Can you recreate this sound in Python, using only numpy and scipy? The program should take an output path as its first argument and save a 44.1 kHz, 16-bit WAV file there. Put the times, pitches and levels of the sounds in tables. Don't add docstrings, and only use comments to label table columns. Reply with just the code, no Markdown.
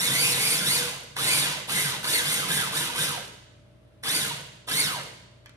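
import sys
import numpy as np
from scipy import signal
from scipy.fft import rfft, irfft, next_fast_len
from scipy.io import wavfile
from scipy.ndimage import uniform_filter1d

SR = 44100
rng = np.random.default_rng(int(sys.argv[2]) if len(sys.argv) > 2 else 0)


def file_out(sig):
    cols = np.atleast_2d(sig).T
    lim = np.clip(cols, -1, 1)
    pcm = np.round(lim * 32767).astype(np.int16)
    wavfile.write(sys.argv[1], SR, pcm)


N = 245276
T = np.arange(N) / SR
SIZE = next_fast_len(N + SR)
HZ = np.fft.rfftfreq(SIZE, 1 / SR)

FULL_HZ, SPIN_UP_S = 2573, .075
KICK, KICK_HZ = 1.83, 1007.3
DRAG_HZ_PER_S, COAST_S, CRAWL_HZ = 4200, .27, 252
# pressed in seconds, released in seconds, mesh rate it runs toward
# in Hz, then offsets in dB over the speed law for rattle, whine, squeal, rumble, ring, upper whine partials.
PRESSES = [(-.073, 0.053, 2570, 0, 7, -1, 1.5, 6, 0.5), (0.099, 0.297, 2552, 0, 5, -1.5, 3.5, 4, -1),
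           (0.351, 0.529, 2550, 0, 0.5, -1.5, 1.5, 6.5, 0), (0.63, 0.75, 2543, 0, 3, -1, 0.5, 3.5, 0.5),
           (1.155, 1.381, 2541, 1.5, 3, -1.5, 2, -14, -1), (1.673, 1.8, 2636, 0.5, 5.5, -1, 2, -30, -7),
           (2.029, 2.154, 2597, -0.5, 4, -0.5, -3, 4, 0), (2.246, 2.338, 2583, 0, 4, -1.5, 0.5, -10, -2),
           (2.471, 2.555, 2661, 0.5, 6, -1, 3.5, -4.5, -6.5),
           (2.719, 2.791, 2660, 0.5, 3, -1.5, -1, -4.5, -4), (2.947, 3.026, 2640, -0.5, 6, -1, 0.5, -7, -4),
           (4.026, 4.169, 2692, -1, 2, -3, 2, -13, -0.5),
           (4.668, 4.804, 2683, -1, 3.5, -2.5, 0.5, -12, 1.5)]


def latest_press(t):
    return np.maximum(np.searchsorted(np.array(PRESSES)[:, 0], t) - 1, 0)


def motor():
    step = .001
    t = np.arange(-.2, N / SR + .01, step)
    power = sum(np.clip((t - p[0]) / step, 0, 1) - np.clip((t - p[1]) / step, 0, 1) for p in PRESSES)
    top_hz = np.array(PRESSES)[latest_press(t), 2]
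    speeds, speed = [], 0.
    for on, top in zip(power, top_hz):
        pull = (top - speed) / SPIN_UP_S * (1 + KICK * max(0, 1 - speed / KICK_HZ))
        brake = DRAG_HZ_PER_S * speed / (speed + CRAWL_HZ) + speed / COAST_S
        speed = max(speed + step * (on * pull - (1 - on) * brake), 0)
        speeds.append(speed)
    return np.interp(T, t, speeds), np.interp(T, t, power)


# mesh rate in Hz, then levels in dB of whine,
# its 2nd partial, its 4th partial, rattle, squeal and rumble.
SPEED_LAW = [(10.1, -102, -90, -87, -80.5, -79, -76), (49.5, -75, -75, -93, -67, -65.5, -62),
             (150, -63, -60.5, -85.5, -67, -60.5, -60.5), (398, -59.5, -59, -74, -53.5, -51, -59),
             (697, -48.5, -51, -64, -42.5, -43.5, -47.5), (1043, -46, -66, -54, -36.5, -37, -49.5),
             (1185, -44.5, -49.5, -54, -36.5, -34.5, -42.5), (1474, -44, -42, -50.5, -34, -32, -43.5),
             (1856, -47, -35.5, -49, -33.5, -28, -37.5), (2080, -39.5, -40, -44, -32.5, -27, -45.5),
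             (2390, -34, -37.5, -34, -32.5, -25.5, -43)]
TEETH = 10


def processor():
    hz, power = motor()
    power = uniform_filter1d(power, 441)
    law = np.array(SPEED_LAW)
    by_speed = [np.interp(np.log(hz + 1), np.log(law[:, 0]), column) for column in law[:, 1:].T]
    whine_db, second_db, fourth_db, rattle_db, squeal_db, rumble_db = by_speed
    offsets = uniform_filter1d(np.array(PRESSES)[latest_press(T), 3:].T, 441)
    rattles, whines, squeals, rumbles, rings, uppers = offsets
    jitter = (.015 + .035 * (hz / FULL_HZ) ** 2) * walk(160)
    mesh = np.cumsum(hz * (1 + jitter)) / SR
    turns = mesh / TEETH
    whine = gear_whine(mesh, turns, hz, whine_db, second_db + uppers, fourth_db + uppers)
    whine = shape(whine * undb(whines - 7.0 + 2 * power), modes(GEARBOX))
    rattle = drive_rattle(turns) * undb(rattle_db + rattles + 0.5 * power)
    squeal = bearing_squeal(turns) * undb(squeal_db + squeals)
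    return whine, rattle + squeal + counter_rumble(rumble_db, rumbles, rings)


THIRD_DB = -4.5
PATCHY_DB = 2.8
# centre in Hz, width in Hz, gain in dB.
GEARBOX = [(490, 120, 8), (730, 100, 6), (970, 90, 10), (1250, 110, 10), (1600, 170, 13), (2130, 260, 8),
           (2450, 300, 5), (2900, 300, 5), (3350, 300, 6), (3720, 280, 9), (4500, 350, 11), (5550, 500, 4),
           (6800, 900, 3), (8500, 700, 6), (9450, 600, 9), (9950, 500, 7)]


def gear_whine(mesh, turns, hz, first_db, second_db, fourth_db):
    whine = 0
    rough = .9 + 1.1 * (hz / FULL_HZ) ** 2
    for k, db in enumerate([first_db, second_db, second_db + THIRD_DB, fourth_db], 1):
        patchy = undb(db + PATCHY_DB * walk(40))
        whine = whine + patchy * rough_tone(k * mesh, rough, 450 * np.sqrt(k))
    return whine * knocks(turns, 0.72, 0.8)


def rough_tone(turns, rough, rate):
    tremble = 1 + rough * (walk(rate) + 1j * walk(rate))
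    return np.imag(tremble * np.exp(2j * np.pi * turns)) * np.sqrt(2 / (1 + 2 * rough ** 2))


def knocks(turns, depth_db, sharp):
    size = undb(depth_db * rng.standard_normal(N // 50))[turns.astype(int)]
    return 1 + size * sharp * np.exp(-4.0 * (turns % 1))


def ticks(rate, spread_db, decay_s):
    hits = (rng.random(N) < rate / SR) * undb(spread_db * rng.exponential(size=N))
    return signal.lfilter([1], [1, -np.exp(-1 / (decay_s * SR))], hits)


HOUSING_DB = -6
# centre in Hz, width in Hz, gain in dB.
HOUSING = [(449, 38, 2), (1038, 54, 14), (1397, 220, -36.5), (1990, 123, 14), (3580, 600, -2.5),
           (4270, 230, 12), (5730, 320, -10.5)]
# frequency in Hz, relative density in dB per Hz.
RATTLE = [(150, -40), (250, 0), (474, -5.5), (604, -6.5), (1020, -4.5), (1300, -5.5), (1480, 0), (1760, -7),
          (3730, 0), (7500, -16.5), (9750, -26), (16500, -120)]


def drive_rattle(turns):
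    shake = knocks(turns, 3.0, .8) + .4 * ticks(300, 1.8, .002)
    noise = shake * undb(0.26 * walk(24.65)) * rng.standard_normal(N)
    housing = 1 + modes(HOUSING) * undb(HOUSING_DB)
    return level(shape(noise, housing * undb(along(RATTLE))), 0)


# frequency in Hz, relative density in dB per Hz.
SQUEAL = [(3820, -18), (6500, -8), (7940, -7), (9280, -1), (9660, -2), (10500, -5), (11400, -5.5),
          (12800, -7.5), (14400, -11)]
# centre in Hz, width in Hz, gain in dB.
BEARING = [(9420, 290, -7)]


def bearing_squeal(turns):
    grip = knocks(turns, 2.8, 1.0) + .4 * ticks(300, 1.5, .0015)
    return level(shape(grip * rng.standard_normal(N), undb(along(SQUEAL)) * (1 + modes(BEARING))), 0)


RUMBLE_LAG_S = 0.02
RING_DB = -10.0
# centre in Hz, width in Hz, gain in dB.
COUNTER = [(137.7, 16, -1.5), (208, 47, -5), (110, 42, -7)]
# centre in Hz, width in Hz, gain in dB.
RING = [(484.5, 6, 0)]


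def counter_rumble(rumble_db, rumbles, rings):
    rumble = shape(undb(0.78 * walk(22)) * rng.standard_normal(N), modes(COUNTER) ** 2)
    ring = level(shape(rng.standard_normal(N), modes(RING) ** 2), RING_DB) * undb(rings)
    keep = np.exp(-1 / (RUMBLE_LAG_S * SR))
    drive = undb(rumble_db)
    shaking = signal.lfilter([1 - keep], [1, -keep], drive, zi=[drive[0]])[0]
    return (level(rumble, 0) * undb(rumbles) + ring) * shaking


# start in seconds, level at the onset in dB.
CLICKS = [(1.166, -27), (1.695, -26.5), (2.043, -24), (4.036, -30), (4.686, -30), (5.459, -41),
          (5.494, -48.5)]
# centre in Hz, width in Hz, gain in dB.
BUTTON = [(1252, 1100, 3), (2180, 1410, 4), (3899, 1333, 0.5), (8560, 5200, -10.5)]


def button():
    blows = np.zeros(N)
    for s, db in CLICKS:
        blows += undb(db) * (T >= s) * np.exp(-(np.maximum(T - s, 0) / 0.0035) ** 2)
    return level(shape(rng.standard_normal(N), modes(BUTTON)), 0) * blows


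POSES, POSE_S = 8, .09
# frequency in Hz, gain in dB.
WET = [(100, -21), (200, -18.5), (350, -3.5), (550, -2.5), (1000, -3.5), (2200, 0.5), (3000, 2),
       (3700, -6.5), (4600, -1.5), (6500, -1), (9000, -11), (12000, -42), (14000, -31)]


def kitchen(x):
    out = 0
    for k in range(POSES):
        away = np.abs((T / POSE_S - k + POSES / 2) % POSES - POSES / 2)
        fade = np.cos(np.pi / 2 * np.minimum(away, 1))
        out = out + rfft(x * fade, SIZE) * echoes_of_pose()
    return irfft(out * undb(along(WET)), SIZE)[:, :N]


EARLY_T60_S, LATE_DB = .12, 1.5
# frequency in Hz, time to fall 60 dB in seconds.
ROOM_T60_S = [(100, 1), (1000, 0.86), (4000, 0.87), (12000, 0.77)]


def echoes_of_pose():
    tail = decay(rng.standard_normal((2, SR)), EARLY_T60_S)
    f = np.fft.rfftfreq(SR, 1 / SR)
    for hz in 60 * 2. ** np.arange(9):
        band = np.clip(1 - np.abs(np.log2((f + 1) / hz)), 0, 1)
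        noise = irfft(rfft(rng.standard_normal((2, SR))) * band, SR)
        tail = tail + undb(LATE_DB) * decay(noise, along(ROOM_T60_S, hz))
    return rfft(tail * (T[:SR] > .002), SIZE)


def decay(noise, t60):
    return noise * undb(-60 * T[:SR] / t60) * np.sqrt(2 * np.log(1000) / t60 / SR)


# frequency in Hz, relative level in dB.
HUM = [(59.2, -66), (91.5, -68), (118.4, -61.5), (317.6, -75), (586.8, -70.5), (640.6, -72.5)]
# frequency in Hz, relative density in dB per Hz.
AIR = [(24, -51.5), (40, -10.5), (112, 4), (511, -11.5), (576, -11), (716, -17), (3500, -27), (8510, -46),
       (12500, -48), (16200, -82), (22000, -120)]


def refrigerator():
    hum = 0
    for f, db in HUM:
        waver = undb(db + 5.0 + 0.87 * walk(0.67))
        hum = hum + waver * np.sin(2 * np.pi * (f * T + rng.random()))
    mid, side = rng.standard_normal((2, N))
    colour = undb(along(AIR))
    side = shape(side, colour * np.minimum(HZ / 430.0, 1))
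    air = shape(mid, colour) + side * np.array([[1], [-1]])
    return hum + level(air, -58)


def undb(db):
    return 10 ** (np.asarray(db) / 20)


def level(x, db):
    return x * undb(db) / np.sqrt(np.mean(x ** 2))


def along(table, hz=HZ):
    f, v = np.transpose(table)
    return np.interp(np.log(hz + 1), np.log(f + 1), v)


def shape(x, response):
    return irfft(rfft(x, SIZE) * response, SIZE)[..., :N]


def modes(table):
    total = 0
    for k, (f, w, db) in enumerate(table):
        total = total + (-1) ** k * undb(db) * 1j * HZ * w / (f * f - HZ ** 2 + 1j * HZ * w)
    return total


def walk(rate):
    k = int(SR / rate)
    held = np.repeat(rng.standard_normal(N // k + 1), k)
    return 1.3 * uniform_filter1d(uniform_filter1d(held, k), k)[:N]


# frequency in Hz, lead of the left port in radians.
PORT_LEAD = [(0, 0), (430, -0.6), (690, -1.3), (950, -0.9), (2760, -3.0), (3100, -2.9), (3530, -4.6),
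             (4650, -3.4), (6630, -8.1), (9040, -6.4), (10900, -6.1), (13800, -4.1), (14600, -3.2),
             (15300, -3.1)]
# frequency in Hz, left minus right in dB.
PORT_DB = [(60, -1.5), (110, -1.5), (200, -1.0), (380, -1.0), (700, -4.0), (1290, -2.0), (2380, -1.0),
           (4400, -2.0), (8120, 0.0), (15000, 0.0)]


def scene():
    whine, roar = processor()
    roar = roar + button()
    f, lead = np.transpose(PORT_LEAD)
    left = np.sqrt(undb(along(PORT_DB))) * np.exp(.5j * np.interp(HZ, f, lead))
    ports = np.array([left, 1 / left])
    direct = shape(whine + roar, ports)
    echoes = shape(kitchen(undb(-4.5) * whine + roar), np.abs(ports))
    return direct + echoes + refrigerator()


def record(dry):
    dry = signal.sosfilt(signal.butter(2, 45, "high", fs=SR, output="sos"), dry)
    return signal.sosfilt(signal.ellip(12, .2, 80, 15746, fs=SR, output="sos"), dry)


dry = scene()
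out = record(dry)
file_out(out)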